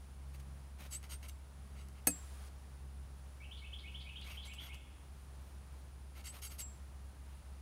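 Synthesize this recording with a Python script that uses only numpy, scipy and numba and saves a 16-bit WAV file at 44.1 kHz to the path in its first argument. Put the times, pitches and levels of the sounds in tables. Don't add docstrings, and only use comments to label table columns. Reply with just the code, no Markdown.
import sys
import numpy as np
from scipy import signal
from scipy.fft import rfft, irfft
from scipy.io import wavfile
from scipy.ndimage import uniform_filter1d
from numba import njit

SR = 44100
rng = np.random.default_rng(int(sys.argv[2]) if len(sys.argv) > 2 else 0)


def wrap_up_sound(samples):
    columns = np.atleast_2d(samples).T
    tamed = np.clip(columns, -1, 1)
    steps = np.round(tamed * 32767).astype(np.int16)
    wavfile.write(sys.argv[1], SR, steps)


N = 335601
TIME = np.arange(N) / SR


def amp(db):
    return 10 ** (np.asarray(db) / 20)


def unit(x):
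    return x / np.sqrt(np.mean(x ** 2) + 1e-20)


def add(mix, at_s, sound):
    part = mix[max(round(at_s * SR), 0):][:len(sound)]
    part += sound[:len(part)]


def colour(x, spectrum, tilt_db_per_oct=0):
    octave = np.log2(np.fft.rfftfreq(len(x), 1 / SR) + 1)
    hz, db = np.transpose(spectrum)
    tilt_db = tilt_db_per_oct * np.maximum(octave - 13, -2)
    return unit(irfft(rfft(x) * amp(np.interp(octave, np.log2(hz), db) + tilt_db), len(x)))


def drift(rate_hz):
    hz = np.fft.rfftfreq(N, 1 / SR)
    return unit(irfft(rfft(rng.standard_normal(N)) * np.exp(-(hz / rate_hz) ** 2), N))


# f/Hz, relative density/dB
AIR_SPECTRUM = [(20, -24), (40, -3.5), (54, 6), (70, 1.5), (90, 1), (130, -2.5), (200, -8), (300, -13),
                (450, -16.5), (800, -15.5), (1200, -18), (2000, -23.5), (4000, -27.5), (8500, -31),
                (11500, -35.5), (16000, -35.5)]

def air(level_db=-59, swell_db=0.44):
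    return amp(level_db + swell_db * drift(3.6)) * colour(rng.standard_normal(N), AIR_SPECTRUM)


def hiss(level_db=-75.5, centre_hz=9654, sigma_hz=410):
    band = np.exp(-0.5 * ((np.fft.rfftfreq(N, 1 / SR) - centre_hz) / sigma_hz) ** 2)
    return amp(level_db) * unit(irfft(rfft(rng.standard_normal(N)) * band, N))


# t/s, f/Hz
FIRING_RATE = [(0, 67.7), (1.2, 68.23), (3.5, 67.46), (7.6, 67.49)]
# t/s, level/dB
DRONE_LEVEL = [(0.0, -52.5), (0.3, -47), (0.8, -50), (1.2, -48), (1.5, -51.5), (1.8, -47.5), (2.1, -52),
               (2.4, -46.5), (2.6, -52.5), (2.9, -47.5), (3.3, -51), (4.0, -48.5), (4.8, -51), (5.0, -54),
               (5.3, -50.5), (7.6, -50.5)]
# order, initial gain/dB, slope/(dB/s)
DRONE_HARMONICS = [(1, -1, 0), (2, -14, -1.37), (3, -23, -0.57), (6, -34, 0)]

def engine(waver_db=3, flicker_hz=8, flicker_db=1.2, flicker_db_per_s=0.15):
    cycles = np.cumsum(np.interp(TIME, *np.transpose(FIRING_RATE))) / SR
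    tone = np.zeros(N)
    for order, db, db_per_s in DRONE_HARMONICS:
        gain = amp(db + db_per_s * TIME + waver_db * (order > 1) * drift(2.9))
        tone += gain * np.sin(2 * np.pi * order * cycles)
    flicker = np.tanh(unit(np.gradient(drift(flicker_hz))))
    depth_db = flicker_db + flicker_db_per_s * TIME
    level_db = np.interp(TIME, *np.transpose(DRONE_LEVEL))
    return np.sqrt(2) * amp(level_db + depth_db * flicker) * tone


# f/Hz, width/Hz, relative level/dB
KNIFE_RESONANCES = [(1350, 110, -5), (2150, 190, -2), (2770, 130, 0), (3080, 220, -3), (3950, 350, -6),
                    (4620, 130, 3), (5330, 350, -5), (5950, 280, -2), (6530, 230, 3), (8130, 220, 1),
                    (8660, 200, 5), (9600, 600, -9), (11200, 330, 3), (12350, 260, -7), (13700, 300, -4),
                    (14400, 450, -6), (15400, 500, -14)]

def knife_body(x, tilt_db_per_oct, stiffen=1):
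    f = np.fft.rfftfreq(len(x), 1 / SR)
    power = sum(amp(2 * db) / (1 + 2 * ((f - hz * stiffen) / width_hz) ** 2) ** 2
                for hz, width_hz, db in KNIFE_RESONANCES)
    tilt = amp(tilt_db_per_oct * np.log2(np.maximum(f, 2000)))
    return unit(irfft(rfft(x) * np.sqrt(power) * tilt, len(x)))


# f/Hz, relative density/dB
CANVAS_SPECTRUM = [(200, -2), (400, -5.5), (500, -7), (620, -1.5), (800, -6), (1050, -2.5), (1600, -8.5),
                   (2500, -4.5), (6000, -18.5)]
# start/s, end/s, scrape level/dB, tilt/(dB/oct),
# singing-mode push/dB re scrape, other-mode push/dB re scrape, canvas level/dB
KNIFE_STROKES = [(.332, 0.37, -70, 1, -11, -9, -66), (0.391, .415, -73, 0, -12, -10, -69),
                 (0.783, 0.894, -73, -1, -16, -15, -59.5), (0.902, 0.977, -53.5, 0, 8, 3, -68),
                 (1.026, 1.073, -67, -6, -18, -10, -68), (1.09, 1.166, -57, -1.5, -3.5, -13, -64),
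                 (1.221, 1.277, -65, -6, -12, -6, -65.5), (1.28, 1.304, -55, 0.5, -11, -12, -78),
                 (1.75, 1.86, -70, -7.5, -8, -11, -74), (1.948, 2.01, -74, -14, -13, -5, -73),
                 (4.235, 4.394, -67.5, -6.5, -8, -1, -63.5), (4.443, 4.49, -65, -3.5, 4.5, 9, -68),
                 (4.528, 4.556, -66.5, 2, 5, 5, -69), (4.593, 4.707, -64.5, -8, -13, -3, -64.5),
                 (4.729, 4.762, -69, -1, 3, 11, -65.5), (5.132, 5.28, -91, 5, 7, 9, -77),
                 (5.39, 5.613, -86, 7, -3, -1, -78), (6.147, 6.225, -69, -5.5, -15, -8, -62.5),
                 (6.238, 6.31, -55, -2.5, 5.5, 5, -69), (6.319, 6.405, -70, -3, -3, 3, -60.5),
                 (6.416, 6.49, -52, 0.5, -9, -0.5, -67), (6.492, 6.567, -63.5, 0, -13, -1, -64.5),
                 (6.58, 6.633, -51, 1.5, 4.5, 1, -64.5), (7.254, 7.43, -100, 4, -10, -10, -72.5)]

def friction(rise_hz, grains_per_s=900, ridge_db=2.2, touch_s=0.0088, stiffen_per_khz=0.0059):
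    grains = unit(rng.standard_normal(N) * (rng.random(N) < grains_per_s / SR))
    grit = unit((rng.standard_normal(N) + 0.45 * grains) * amp(ridge_db * drift(75)))
    scrape, sing_push, other_push = np.zeros((3, N))
    for start, end, db, tilt, sing_db, other_db, canvas_db in KNIFE_STROKES:
        span = (TIME > start) & (TIME < end)
        t = TIME[span] - start
        swell = np.interp(t / (end - start), [0, 0.44, 1], [0.37, 1, 0]) ** 0.69
        pressure = unit(swell * np.minimum(t / touch_s, 1))
        stiffen = 1 + stiffen_per_khz * rise_hz[span].mean() / 1000
        steel = amp(db) * knife_body(grit[span], tilt, stiffen)
        canvas = amp(canvas_db) * colour(grit[span], CANVAS_SPECTRUM)
        scrape[span] += pressure * (steel + canvas)
        sing_push[span] += amp(db + sing_db) * unit(np.sqrt(pressure * t))
        other_push[span] += amp(db + other_db) * pressure
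    return scrape, grit, sing_push, other_push


@njit
def ring(drive, pole):
    out, state = np.zeros(len(drive)), 0j
    for i in range(len(drive)):
        state = state * pole[i] + drive[i]
        out[i] = state.imag
    return out


# free f/Hz, share of rise, gain/dB, widening/(Hz per Hz of rise)
BLADE_MODES = [(7626, 0.96, 0, 0.035), (10630, .8, 0, 0.028), (13900, .7, -14, .08), (4620, .6, -5, .12)]
FREE_WIDTHS_HZ = (6.5, 45, 55, 50)

def blade(rise_hz, grit, sing_push, other_push, blow, coupling_db=-25, rasp=0.5, squeal=0.04):
    grip = 0.29 + rise_hz / 700
    out = np.zeros(N)
    for k, ((hz, share, db, widening), free_width_hz) in enumerate(zip(BLADE_MODES, FREE_WIDTHS_HZ)):
        push, jolt = (other_push, 0) if k else (sing_push, blow)
        step_rad = 2 * np.pi * (hz + share * rise_hz) / SR
        stick_slip = rasp * grit + squeal * np.exp(1j * np.cumsum(step_rad))
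        drive = amp(coupling_db) * grip * push * stick_slip + jolt
        width_hz = free_width_hz + widening * abs(rise_hz)
        out += amp(db) * ring(drive, np.exp(1j * step_rad - np.pi * width_hz / SR))
    return out


def garden_echo(x, leaves_db, leaves_t60_s, trees_db, trees_t60_s, echoes_per_s=2000):
    t = np.arange(SR) / SR
    taps = rng.standard_normal((2, SR)) * (rng.random((2, SR)) < echoes_per_s / SR) * (t > 0.005)
    tails = taps * amp(-60 * t / np.array([[leaves_t60_s], [trees_t60_s]]))
    tails /= np.linalg.norm(tails, axis=1, keepdims=True)
    return signal.fftconvolve(x, amp([leaves_db, trees_db]) @ tails)[:N]


# start/s, end/s, peak rise/Hz
BENDS = [(.735, 0.943, 2424), (.942, 1.083, 2500), (1.02, 1.166, 2400), (1.12, 1.288, 2500),
         (1.7, 2.02, 299.8), (2.04, 2.119, 905), (4.2, 4.47, 2200), (4.545, 4.752, 2520),
         (5.05, 5.75, 2350), (6.05, 6.248, 2000), (6.272, 6.485, 2232), (6.487, 6.616, 2495)]

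def flex():
    return sum(hz * np.sin(np.pi * np.clip((TIME - start) / (end - start), 0, 1)) ** 2
               for start, end, hz in BENDS)


# t/s, level/dB
TIP_TOUCHES = [(1.0295, -47.5), (1.2295, -46), (1.2958, -41), (1.886, -53), (4.214, -53), (4.537, -48),
               (4.745, -50)]

def ticks(t60_s=0.0093):
    t = np.arange(SR // 20) / SR
    out = np.zeros(N)
    for at_s, db in TIP_TOUCHES:
        tick = knife_body(rng.standard_normal(len(t)), tilt_db_per_oct=-3.5)
        add(out, at_s, tick * amp(db - 60 * t / t60_s))
    return out


# t/s, relative level/dB
IMPACTS = [(2.0705, 0.5), (2.0727, 4), (2.0745, -5), (2.0763, -10), (2.079, -9)]
# f/Hz, relative density/dB
CRACK_SPECTRUM = [(100, -35.5), (400, -19.5), (650, 3.5), (980, -8), (1500, -7.5), (3500, -17.5),
                  (5500, -27.5), (7200, -4), (8500, -4), (11500, 3.5), (13300, -3), (14500, -24),
                  (16000, -23)]
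# f/Hz, relative level/dB, t60/s
FRAME_MODES = [(175.7, -15.5, 0.25), (229, -16, 0.039), (257, -6.5, 0.14), (292, -5, 0.15),
               (493, -6.5, 0.066), (598, 0.5, 0.024), (678, -13.5, .09), (750, -18.5, 0.092),
               (1322, -12, 0.046), (1660, -12.5, 0.051), (2066, -22, 0.086), (2540, -12.5, 0.078),
               (4315, 1, 0.016), (4720, -27.5, 0.16), (6360, -7, 0.059), (6490, -8, 0.024),
               (8197, -3, 0.085), (8740, -9, 0.09), (9440, -9, 0.09), (11040, -11, 0.052),
               (12150, -15.5, 0.035), (12600, -22, 0.029)]

def knock(crack_db=-22.5, crack_t60_s=0.0051, rattle_db=-30, rattle_t60_s=0.044,
          frame_db=-27, attack_s=0.0034, blow_db=-38, release_s=2.106, release_db=-44):
    t = np.arange(SR // 2) / SR
    hit_s = IMPACTS[0][0]
    sound, force = np.zeros((2, N))
    for at_s, db in IMPACTS:
        crack = colour(rng.standard_normal(len(t)), CRACK_SPECTRUM)
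        add(sound, at_s, crack * amp(crack_db + db - 60 * t / crack_t60_s))
    rattle = knife_body(rng.standard_normal(len(t)), tilt_db_per_oct=4.5)
    rattle *= amp(rattle_db - 60 * t / rattle_t60_s)
    frame = sum(amp(db - 60 * t / t60_s) * np.sin(2 * np.pi * hz * t) for hz, db, t60_s in FRAME_MODES)
    add(sound, hit_s, (rattle + amp(frame_db) * frame) * (1 - np.exp(-t / attack_s)))
    add(force, hit_s, amp([blow_db]))
    add(force, release_s, amp([release_db]))
    return sound, force


# t/s, relative level/dB, pitch factor, note-onset limit/s re t
BIRD_PHRASES = [(3.515, 5, 1.0, .1), (3.731, 6.5, 1, .1), (3.947, 8.5, 0.99, .1), (4.159, 9, 0.99, .1),
                (4.373, 9.5, 0.99, .1), (4.586, 8, 1, .05), (4.799, 8.5, 0.97, -.035)]
# onset/s re phrase t, length/s, nominal start f/Hz, nominal end f/Hz, relative level/dB, rasp 0-1
BIRD_NOTES = [(-.114, 0.0266, 2205, 2320, -10.5, 0), (-.097, 0.03, 2378, 2690, -10.5, 0.26),
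              (-.072, 0.01644, 3100, 2657, -7, .25), (-.051, 0.0096, 2750, 2560, -13, 0),
              (-.027, 0.017, 2500, 2580, -22, 0.2), (-.004, .022, 2794, 3544, -1.5, 0.11),
              (0.012, 0.052, 3330, 3428, -11.5, 0.16), (.054, .032, 4200, 3850, -13, .9),
              (.059, 0.01, 3350, 3217, -7.5, 0.84)]

def bird(level_db=-48.5, flutter_db=2, waver=0.011, rasp_depth=0.129):
    song, slow, fast = np.zeros(N), drift(130), drift(620)
    for at_s, phrase_db, factor, limit_s in BIRD_PHRASES:
        for onset_s, length_s, start_hz, end_hz, db, rasp in BIRD_NOTES:
            if onset_s < limit_s:
                progress = np.linspace(0, 1, round(length_s * SR), endpoint=False)
                span = round((at_s + onset_s) * SR) + np.arange(len(progress))
                glide_hz = end_hz + (start_hz - end_hz) * (1 - progress) ** 1.33
                pitch_hz = factor * glide_hz * (1 + waver * slow[span] + rasp_depth * rasp * fast[span])
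                arch = amp(phrase_db + db) * np.sin(np.pi * progress) ** 0.57
                add(song, at_s + onset_s, arch * np.sin(2 * np.pi * np.cumsum(pitch_hz) / SR))
    return amp(level_db + flutter_db * drift(55)) * song


def scene():
    rise_hz = flex()
    scrape, grit, sing_push, other_push = friction(rise_hz)
    hit, blow = knock()
    knife = scrape + ticks() + hit + blade(rise_hz, grit, sing_push, other_push, blow)
    knife_echo = garden_echo(knife, leaves_db=-12.5, leaves_t60_s=0.086, trees_db=-33, trees_t60_s=0.96)
    song = bird()
    song_echo = garden_echo(song, leaves_db=-8.5, leaves_t60_s=0.14, trees_db=-6.5, trees_t60_s=0.97)
    return (knife + knife_echo + amp(-4) * song + song_echo + engine() + air() + hiss())[None]


def record(dry, open_db=-27, hold_s=0.402, lift_db=6, corner_hz=1200, cutoff_hz=15800):
    loud = abs(dry[0]) > amp(open_db)
    since_loud_s = TIME - np.maximum.accumulate(np.where(loud, TIME, -np.inf))
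    opened = uniform_filter1d((since_loud_s < hold_s) * 1.0, size=200)
    treble = signal.sosfilt(signal.butter(1, corner_hz, "high", fs=SR, output="sos"), dry)
    lifted = dry + (amp(lift_db) - 1) * opened * treble
    lowpass = signal.firwin(401, cutoff_hz, window=("kaiser", 8), fs=SR)
    return signal.oaconvolve(lifted, lowpass[None], "same")


dry = scene()
out = record(dry)
wrap_up_sound(out)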